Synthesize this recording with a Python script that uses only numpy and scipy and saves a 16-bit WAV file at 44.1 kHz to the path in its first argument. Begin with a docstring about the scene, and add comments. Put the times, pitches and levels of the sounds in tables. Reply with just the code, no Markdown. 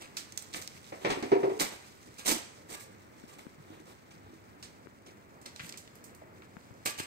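"""Steel blades bite and scrape through loose gravel, pebbles click, and clods boom on a steel sheet.
Earth thumps down, bumps sound close to the left port, soil trickles over a low outdoor murmur.
Shaped impact noise makes gravel, soil, sand and grit; decaying sine modes make steel, stones and knocks.
Filtered noise makes the murmur and a thin echo; two coloured microphone ports pick it all up."""
import sys
import numpy as np
from scipy import signal
from scipy.fft import rfft, irfft
from scipy.io import wavfile
from scipy.ndimage import map_coordinates

SR = 44100
rng = np.random.default_rng(int(sys.argv[2]) if len(sys.argv) > 2 else 0)


def materialize(psi):
    """Save the field psi as 16-bit PCM at rate SR to the path in sys.argv[1].

    A 1-D psi becomes a single channel; in a 2-D psi each row is a channel.
    """
    bounded = np.clip(np.atleast_2d(psi).T, -1, 1)
    quanta = np.round(bounded * 32767).astype(np.int16)
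    wavfile.write(sys.argv[1], SR, quanta)


N = 311346
T = np.arange(N) / SR
AGE = T[:SR]  # time since event onset, s

# blade strokes: t/s, push length/s, gravel level/dB, soil level/dB, sand level/dB, blade level/dB
BLADE_STROKES = [(0.003, 0.023, -47, -54, -71, -54), (0.165, 0.008, -51, -72, -42, -61),
                 (0.536, 0.041, -45, -46.5, -42, -60), (1.006, 0.041, -52, -47, -58, -61),
                 (1.043, 0.054, -49.5, -43, -60, -54), (1.09, 0.026, -47, -33.5, -65, -46),
                 (1.59, 0.033, -32.5, -33.5, -29.5, -45.5), (1.716, 0.011, -61, -48, -47, -78),
                 (2.177, 0.022, -46.5, -54, -49.5, -52), (2.247, .072, -33, -35.5, -26, -54),
                 (2.35, 0.0068, -54, -45.5, -44, -62), (2.682, 0.069, -47.5, -49, -45.5, -54),
                 (2.792, 0.028, -55, -66, -47, -64), (3.267, 0.069, -57.5, -59.5, -59, -63),
                 (3.381, 0.018, -57, -52.5, -55.5, -74), (3.674, 0.088, -76, -58, -67, -69),
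                 (3.85, 0.065, -62, -56, -59, -70), (4.107, 0.0044, -57, -63, -80, -61),
                 (4.219, 0.073, -80, -62.5, -83, -81), (4.623, 0.015, -53, -72, -73, -64),
                 (5.06, 0.011, -53, -56, -66, -71), (5.455, 0.0054, -49, -52, -71, -67),
                 (5.593, 0.1, -54, -62, -51, -75), (6.851, 0.018, -39, -42.5, -29.5, -44.5),
                 (6.972, 0.03, -41, -54, -42, -51)]
# bare blade strikes a stone: t/s, level/dB
BLADE_CLANGS = [(1.603, -47.5), (2.283, -50), (6.859, -42.5), (6.986, -45.5)]
# gravel spectrum: f/Hz, density/dB per Hz
GRAVEL_SPECTRUM = [(200, -29), (900, -5), (1500, -5.5), (2200, -0.5), (3000, -2), (4200, 0), (6500, -1),
                   (8500, -3), (11000, -3.5), (15500, -12.5)]
# soil rustle spectrum: f/SOIL_HZ, density/dB per Hz
SOIL_SPECTRUM = [(.15, -12), (.4, -18.5), (.65, -1.5), (1, 2), (1.6, -1.5), (2.5, -3.5), (4, -8.5),
                 (7, -16), (13, -10.5), (45, -68)]
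# sand hiss spectrum: f/Hz, density/dB per Hz
SAND_SPECTRUM = [(1000, -32), (4000, -0.5), (8000, 3.5), (10500, 3.5), (12500, -3), (14000, 3),
                 (15500, -15)]
SOIL_HZ = 291
RISE_SHARE, SETTLE_T60_S = 0.45, 0.21  # part of a push spent building up; decay after it
JERK_DB, JERK_HZ = 1.8, 110  # unevenness of the advance
COARSE_SHARE = 0.5  # coarse stones' share of gravel energy


def strokes():
    """The blade shoves stones in jerks: gravel crunches, stones chink, soil rustles, sand hisses, steel rings."""
    out, shove = np.zeros((2, N)), np.zeros((1, N))
    soil_points = [(k * SOIL_HZ, db) for k, db in SOIL_SPECTRUM]
    for t_s, length_s, gravel_db, soil_db, sand_db, blade_db in BLADE_STROKES:
        rise = np.minimum(AGE / (RISE_SHARE * length_s), 1)
        push = rise * fade(SETTLE_T60_S, length_s) * amp(JERK_DB * walk(JERK_HZ, SR))
        crunch = grains(rate_hz=5500, spread_db=3.0, apart=0.54)
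        soil = unit(colour(grains(rate_hz=3000, spread_db=2.5, apart=1.0), soil_points))
        sand = unit(colour(grains(rate_hz=12000, spread_db=4.0, apart=2.6), SAND_SPECTRUM))
        fine = np.sqrt(1 - COARSE_SHARE) * unit(colour(crunch, GRAVEL_SPECTRUM))
        add(out, t_s, push * (amp(gravel_db) * fine + amp(soil_db) * soil + amp(sand_db) * sand))
        add(shove, t_s, push * amp(gravel_db))
        blade = steel()
        add(out, t_s, amp(blade_db) * convolve(push * crunch, blade / np.linalg.norm(blade)))
    for t_s, db in BLADE_CLANGS:
        add(out, t_s, amp(db) * steel())
    coarse = pebbles(count=3600, spread_db=2.5, cycles=23)
    return out + np.sqrt(COARSE_SHARE) * shove * coarse


# shovel blade modes: f/Hz, level/dB, t60/s
BLADE_MODES = [(606, 0, .15), (733, -1, 0.17), (872, 2, .35), (1174, 5, 0.38), (1631, -1.5, .45),
               (1701, -3, .3), (2116, -9, 0.35), (2258, -9, 0.25), (2320, -4, .3), (2506, 0, 0.42),
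               (2790, 2, 0.22), (2950, 4, .13), (3946, -2, .22), (4107, -2, 0.22), (4656, 0, .22),
               (7635, 5, 0.16), (8129, 4, .2), (8320, 7, .19)]
BLADE_HZ = 2480  # modes lose 7 dB per octave away from here


def steel():
    """Free ring of a blade; stones excite its middle modes most."""
    modes = [(hz, db - 7 * abs(np.log2(hz / BLADE_HZ)), t60_s) for hz, db, t60_s in BLADE_MODES]
    return ring(modes, detune=0.00017)


def pebbles(count, spread_db, cycles):
    """Coarse gravel: each stone pings a few cycles at its own pitch and strength, unequal at the ports."""
    when, pitch, size, side = rng.random((4, count, 1))
    k, hz = np.arange(256), 1900 * 5 ** pitch
    turns = hz * k / SR
    strength = amp(-spread_db * np.log(np.maximum(size, 0.03))) * hz ** 0.4
    pings = strength * np.sin(2 * np.pi * turns) * amp(-60 * turns / cycles)
    places = ((when * N).astype(int) + k).ravel()
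    ports = [np.bincount(places, (pings * (0.5 + near)).ravel(), N)[:N] for near in (side, 1 - side)]
    return unit(np.array(ports))


# stone clicks: t/s, level/dB, rattle/dB re click, tone centre f/Hz
STONE_CLICKS = [(0.169, -28, -6, 4760), (0.172, -32.5, -16, 2580), (0.323, -34.5, -28, 6300),
                (0.3754, -22, -17.5, 6300), (0.4226, -36, -15, 7550), (0.53, -44, -2, 4500),
                (0.5386, -31, -12, 4530), (0.5452, -27.5, -19, 2280), (0.582, -38.5, -20, 2270),
                (0.616, -38.5, -6, 6960), (0.6225, -32.5, -15, 4900), (0.6759, -28, -38, 5500),
                (1.0487, -33.5, -7.5, 2130), (1.055, -35, -7, 2120), (1.074, -33, -24, 2120),
                (1.103, -35.5, 2.5, 3460), (1.226, -38.5, -5.5, 4150), (1.5976, -25.5, -5, 4000),
                (2.185, -45, -4, 4940), (2.259, -32, -3, 3900), (2.278, -32.5, -7.5, 1090),
                (2.2799, -25, -10, 4530), (2.301, -30.5, -3, 3980), (2.326, -28, -7, 6200),
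                (2.372, -38, -12, 3740), (4.6266, -45.5, 2.5, 4650), (5.415, -53, -1.5, 6960),
                (5.461, -35, -11, 4300), (5.561, -38, -12, 4200), (5.595, -35, -11, 2230),
                (5.6, -34.5, -15, 2150), (5.6066, -37, -17, 2230), (5.646, -40, -27, 2600),
                (5.6933, -35, -20, 5900), (5.6965, -36, -27, 5100), (5.741, -41, -16, 2400),
                (5.7243, -37, -14, 4670), (5.774, -36.5, -7, 6400), (5.8765, -43.5, -31, 3530),
                (5.955, -43.5, -13, 10500), (6.04, -51, 4.5, 8000), (6.149, -44.5, -13, 8700),
                (6.421, -45, -15, 1710), (6.859, -33, 1, 3030), (6.997, -36, -7, 3060),
                (7.005, -34, -19, 3060)]
# pebble modes: f/click centre, level/dB, t60/s
PEBBLE_MODES = [(.56, -10, 0.016), (1, -12.5, 0.044), (1.17, -17, 0.032)]
CLICK_T60_S, RATTLE_T60_S = 0.012, 0.22
SNAP_DB = 13  # single-sample first contact


def stones():
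    """A pebble cracks against another, rings briefly, then rattles its neighbours."""
    out = np.zeros((2, N))
    for t_s, db, rattle_db, hz in STONE_CLICKS + strays():
        tone = [(hz / 12, -28), (hz / 1.84, -7), (hz, 0), (hz * 1.72, -5), (hz * 3, -17), (hz * 6, -32)]
        crackle = grains(rate_hz=11000, spread_db=-8.5, apart=1.0)
        decay = amp(-4.5) * fade(CLICK_T60_S) + amp(rattle_db) * fade(RATTLE_T60_S)
        contact = amp(SNAP_DB) * (AGE == 0) + crackle * decay
        add(out, t_s, amp(db) * colour(contact, tone) / np.std(colour(crackle, tone)))
        modes = [(k * hz, level_db, t60_s) for k, level_db, t60_s in PEBBLE_MODES]
        add(out, t_s, amp(db) * ring(modes, detune=0.013))
    return out


STRAY_RATE_HZ, STRAY_DB_RE_FLOW, STRAY_RATTLE_DB, STRAY_HZ = 2, 10, -12, 5000


def strays():
    """Faint pebbles roll at random moments, louder while more soil runs; rows as in STONE_CLICKS."""
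    chance = rng.random((int(STRAY_RATE_HZ * N / SR), 2))
    return [(t_s, flow_db(t_s) + STRAY_DB_RE_FLOW, STRAY_RATTLE_DB, STRAY_HZ * 2 ** (octave - 0.5))
            for t_s, octave in chance * [N / SR, 1]]


# clods on the sheet: t/s, thud level/dB, grit level/dB, boom level/dB, knock level/dB, knock f/Hz
CLOD_HITS = [(0.921, -41, -46, -58, -44, 576), (1.047, -31, -31, -44, -28, 459),
             (1.063, -34, -46, -50, -29, 495), (1.099, -37, -35.5, -43, -34, 290),
             (1.121, -40, -41, -50, -30.5, 300), (1.172, -44, -65, -57, -31.5, 288),
             (1.194, -55, -55, -65, -41, 272), (1.225, -38, -40, -38, -29, 246.5),
             (1.252, -56, -61, -48, -31.5, 281), (1.3168, -26, -33.5, -19.5, -27.5, 260),
             (1.429, -29.5, -41, -28.5, -36, 169), (1.442, -34.5, -52, -35, -39, 420),
             (1.495, -38.5, -46.5, -49, -62, 407), (6.217, -55, -65, -76, -52, 660)]
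# steel sheet modes: f/Hz, level/dB, t60/s
SHEET_MODES = [(140, -24, 0.36), (247, -17.5, 0.49), (300.3, -10.5, 0.38), (318.4, -9.5, 0.29),
               (389.3, 4.5, 0.26), (435, -15, 0.37), (498, -9.5, 0.35), (620, -30, 0.22), (722, -27, 1),
               (740, -18, 0.33), (776, -21, 0.5), (960, -17, 0.32), (970, -32, 0.82)]
# thud spectrum: f/Hz, density/dB per Hz
THUD_SPECTRUM = [(50, -49), (120, -7.5), (220, -6.5), (330, -4), (490, -0.5), (760, -2), (1200, -16.5),
                 (2500, -32), (8000, -68)]
# grit spectrum: f/Hz, density/dB per Hz
GRIT_SPECTRUM = [(300, -8.5), (1000, 6.5), (1500, 0.5), (2200, 7), (3200, -4), (6000, -9.5), (10000, -62),
                 (15000, -39)]
CLOD_T60_S = 0.23
ROCK_HZ, ROCK_DEPTH, ROCK_PEAK_S = 27, 0.55, 0.013  # loose sheet rocks: rate, depth 0-1, first swell


def clods():
    """A clod knocks and bursts into thud and grit; the sheet swells into a boom that throbs as it rocks."""
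    out = np.zeros((2, N))
    rocking = 1 + ROCK_DEPTH * np.cos(2 * np.pi * ROCK_HZ * (AGE - ROCK_PEAK_S))
    throb = rocking * (1 - np.exp(-(AGE / 0.004) ** 2))
    burst = np.minimum(AGE / 0.0017, 1) * fade(CLOD_T60_S, 0.0021)
    for t_s, thud_db, grit_db, boom_db, knock_db, knock_hz in CLOD_HITS:
        thud = unit(colour(grains(rate_hz=4000, spread_db=0.5, apart=0.34), THUD_SPECTRUM))
        grit = unit(colour(grains(rate_hz=1100, spread_db=2.0, apart=0.99), GRIT_SPECTRUM))
        boom = throb * ring(SHEET_MODES, detune=0.0023)
        add(out, t_s, amp(boom_db) * boom + amp(knock_db) * knock(knock_hz, t60_s=0.14))
        add(out, t_s, burst * (amp(thud_db) * thud + amp(grit_db) * grit))
    return out


# dull knock modes: f/knock pitch, level/dB, share of knock t60
KNOCK_MODES = [(.68, 6, 0.14), (1, 0, 0.87), (1.22, 5.5, 0.35), (1.501, -9, 0.5)]


def knock(hz, t60_s):
    """Soft contact: builds over one cycle; each mode dies in its share of t60_s."""
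    modes = [(k * hz, db, share * t60_s) for k, db, share in KNOCK_MODES]
    return ring(modes, detune=0.0031) * np.minimum(AGE * hz, 1)


# sheet bounces: t/s, level/dB, f/free ring f
SHEET_REBOUNDS = [(1.475, -27.5, 0.99), (1.498, -32, 0.98), (1.512, -28, 1.04), (1.53, -35, 1.04),
                  (1.548, -40, 1.02), (1.567, -36, 1.07)]
REBOUND_RISE_S = 0.0058


def rebounds():
    """The loose sheet chatters on its support: short swells of its ring, bent a little in pitch."""
    out = np.zeros((2, N))
    for t_s, db, bend in SHEET_REBOUNDS:
        modes = [(bend * hz, level_db, t60_s) for hz, level_db, t60_s in SHEET_MODES]
        add(out, t_s, amp(db) * swell(REBOUND_RISE_S) * ring(modes, detune=0.002))
    return out


# loads of earth on the heap: t/s, time to peak/s, level/dB, f/Hz
EARTH_THUMPS = [(2.272, 0.0098, -42, 747), (2.312, 0.0081, -27.5, 292), (2.338, 0.0086, -38, 237),
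                (2.356, 0.0083, -39, 314), (3.58, 0.017, -47, 150), (3.692, 0.018, -47.5, 310),
                (3.792, 0.015, -51, 307), (4.14, .016, -52.5, 157), (4.241, 0.022, -49, 94.5),
                (4.29, 0.015, -50, 257), (4.322, 0.021, -51.5, 321), (4.613, 0.026, -48, 105),
                (5.603, 0.0098, -48, 125), (5.634, 0.011, -42.5, 175), (6.216, 0.0043, -46, 633),
                (6.394, 0.0058, -49.5, 361), (6.858, 0.019, -42.5, 615), (6.864, 0.01, -46.5, 175),
                (6.996, 0.0088, -45, 127)]
# thump modes: f/thump pitch, level/dB, t60/s
EARTH_MODES = [(.78, -3, 0.31), (1, 3.5, 0.3), (1.24, -2, .15)]


def thumps():
    """Soft earth lands with a dull note that swells and is damped at once."""
    out = np.zeros((2, N))
    for t_s, rise_s, db, hz in EARTH_THUMPS:
        modes = [(k * hz, level_db, t60_s) for k, level_db, t60_s in EARTH_MODES]
        add(out, t_s, amp(db) * swell(rise_s) * ring(modes, detune=0.0023))
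    return out


# soft bumps close by: t/s, level/dB, f/Hz, contact tick level/dB
NEAR_BUMPS = [(3.238, -38, 253, -51), (3.467, -34.5, 234, -46.5), (4.86, -42, 388, -55),
              (4.871, -40.5, 357, -44), (6.568, -38, 200, -40.5), (6.709, -40.5, 124, -52),
              (7.001, -30.5, 324, -39)]
BUMP_CYCLES, BUMP_PAN_DB = 5.4, 22.5  # knock t60 in cycles; left minus right


def bumps():
    """Dull knocks with a contact tick, so near that the left port hears them much louder."""
    out = np.zeros((2, N))
    tick_modes = [(825, 0.5, 0.0024), (1420, -5.0, 0.0045), (2040, -28, 0.0023)]  # f/Hz, level/dB, t60/s
    for t_s, db, hz, tick_db in NEAR_BUMPS:
        tick = ring(tick_modes, detune=0.038)
        add(out, t_s, amp(db) * knock(hz, BUMP_CYCLES / hz) + amp(tick_db) * tick)
    out = signal.sosfilt(signal.butter(1, 90, "high", fs=SR, output="sos"), out)
    return out * amp([[BUMP_PAN_DB / 2], [-BUMP_PAN_DB / 2]])


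# soil flow down the heap: t/s, level/dB
SOIL_FLOW = [(0.0, -62.5), (0.15, -61), (1.32, -55.5), (2.18, -60.5), (2.33, -65), (2.78, -63.5),
             (5.42, -69.5), (5.62, -62), (6.25, -69.5), (6.8, -65)]


def flow_db(t_s):
    """Strength of the running soil, interpolated in dB."""
    return np.interp(t_s, *np.transpose(SOIL_FLOW))


# murmur spectrum: f/Hz, density/dB per Hz
AIR_SPECTRUM = [(15, -48), (25, -46), (53, -22), (96, 0.5), (133, -2.5), (183, -2), (221, -2), (313, -3),
                (457, -6), (1170, -11), (2230, -10.5), (3090, -21), (7300, -37), (8130, -42),
                (15500, -19.5)]
# ground rumble spectrum: f/Hz, density/dB per Hz
RUMBLE_SPECTRUM = [(20, -34), (45, -8.5), (80, 1.5), (120, -7), (250, -52), (1000, -87)]
MURMUR_DB, RUMBLE_DB = -55.5, -68.0
TRICKLE_DB_RE_FLOW, TRICKLE_COARSE_DB = 1.5, -7  # coarse stones re fine crackle


def background():
    """A wavering outdoor murmur, a faint rumble, and running soil as dense small impacts."""
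    noise = rng.standard_normal((3, N))
    bass = signal.sosfilt(signal.butter(1, 700, fs=SR, output="sos"), noise[0])
    # long waves reach both ports alike, short ones do not
    waves = bass * amp(1.6 * walk(11, N)) + 0.5 * noise[1:] * amp(1.0 * walk(6, N))
    air = amp(MURMUR_DB) * unit(colour(waves, AIR_SPECTRUM))
    rumble = amp(RUMBLE_DB) * unit(colour(rng.standard_normal((2, N)), RUMBLE_SPECTRUM))
    fine = unit(colour(grains(rate_hz=2500, spread_db=-2.5, apart=1.8, size=N), GRAVEL_SPECTRUM))
    coarse = amp(TRICKLE_COARSE_DB) * pebbles(count=1200, spread_db=-2.5, cycles=22)
    trickle = (fine + coarse) * amp(2 * walk(40, N))
    return rumble + air + trickle * amp(TRICKLE_DB_RE_FLOW + flow_db(T))


def bank_echo(x, db, t60_s):
    """The earth bank and the trees scatter back a thin tail: decaying coloured noise as the response."""
    points = [(100, -17.0), (500, 0.0), (2000, 3.0), (8000, -4.5), (13000, -16)]  # f/Hz, gain/dB
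    tail = colour(rng.standard_normal((2, SR)), points)
    tail = tail * fade(t60_s) * np.minimum(AGE / 0.0013, 1)
    return amp(db) * convolve(x, tail / np.linalg.norm(tail[0]))


def ring(modes, detune):
    """Sum of decaying sine modes, each shifted a little at random by the load."""
    out = 0
    for hz, db, t60_s in modes:
        shifted_hz = hz * (1 + detune * rng.standard_normal())
        out = out + amp(db) * amp(-60 * AGE / t60_s) * np.sin(2 * np.pi * shifted_hz * AGE)
    return out


def grains(rate_hz, spread_db, apart, size=SR):
    """Tiny impacts of uneven strength: one train common to both ports, plus one per port scaled by apart."""
    hits = (rng.random((3, size)) < rate_hz / SR) * rng.choice([-1, 1], (3, size))
    hits = hits * amp(spread_db * np.minimum(rng.exponential(size=(3, size)), 4))
    return unit(hits[0] + apart * hits[1:])


def walk(rate_hz, size):
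    """Random wander: straight lines between rate_hz Gaussian values per second."""
    steps = rng.standard_normal(size // 16)
    return map_coordinates(steps, [np.arange(size) * rate_hz / SR], order=1, mode="mirror")


def fade(t60_s, wait_s=0):
    """Steady for wait_s, then an exponential decay."""
    return np.exp(-np.log(1000) * np.maximum(AGE - wait_s, 0) / t60_s)


def swell(rise_s):
    """Rounded envelope that peaks at rise_s and dies at once."""
    return (AGE / rise_s * np.exp(1 - AGE / rise_s)) ** 2


def colour(x, points, size=2048):
    """Causal minimum-phase filter through (f/Hz, gain/dB) points, from the cepstrum of the log gain."""
    hz, db = np.transpose(points)
    grid_hz = np.maximum(np.fft.rfftfreq(size, 1 / SR), 1)
    cepstrum = irfft(np.log(amp(np.interp(np.log(grid_hz), np.log(hz), db))))
    cepstrum[1:size // 2] *= 2
    cepstrum[size // 2 + 1:] = 0
    return convolve(x, irfft(np.exp(rfft(cepstrum))))


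def convolve(x, response):
    """Pass the channels through a response, keeping the length."""
    return signal.fftconvolve(x, np.atleast_2d(response), axes=-1)[:, :x.shape[-1]]


def add(out, t_s, sound):
    """Mix a sound in at t_s."""
    i = max(int(t_s * SR), 0)
    out[:, i:i + sound.shape[-1]] += sound[..., :N - i]


def unit(x):
    """Scale to an rms of 1."""
    return x / np.sqrt(np.mean(x ** 2))


def amp(db):
    """Decibels to gain."""
    return 10 ** (np.asarray(db) / 20)


# left port delay as the two ports turn: t/s, lag/ms
LEFT_LAG = [(0, .43), (.6, .48), (1.3, .47), (2.3, .45), (2.75, .495), (4.5, .47), (5.7, .41), (7.06, .41)]


def scene():
    """Digging off to the right: work, echo and background reach the left port later; bumps do not lag."""
    work = strokes() + stones() + clods() + rebounds() + thumps()
    left, right = work + bank_echo(work, db=-13.5, t60_s=0.6) + background()
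    lag_s = np.interp(T, *np.transpose(LEFT_LAG)) / 1000
    late_left = map_coordinates(left, [(T - lag_s) * SR], order=5)
    return np.array([late_left, right]) + bumps()


# left port response: f/Hz, gain/dB
LEFT_RESPONSE = [(200, -0.5), (400, 0), (750, -1.5), (1300, 2), (2100, 2), (3200, -3), (6000, -6),
                 (8200, -11.5), (9800, -27), (12000, -2), (14000, -7), (15500, -3)]
# right port response: f/Hz, gain/dB
RIGHT_RESPONSE = [(200, -1), (400, 1), (750, 2), (1300, 3), (2100, -4), (3200, -2), (6000, -1), (7850, 1.5),
                  (8250, 5), (8700, 0), (9800, -4.5), (11300, -9), (13900, 0.5), (15500, -41)]
TOP_HZ = 15700


def record(dry):
    """Colour each port, then cut steeply above TOP_HZ."""
    ports = np.vstack([colour(dry[:1], LEFT_RESPONSE), colour(dry[1:], RIGHT_RESPONSE)])
    return signal.sosfilt(signal.ellip(10, 0.2, 80, TOP_HZ, fs=SR, output="sos"), ports)


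dry = scene()
out = record(dry)
materialize(out)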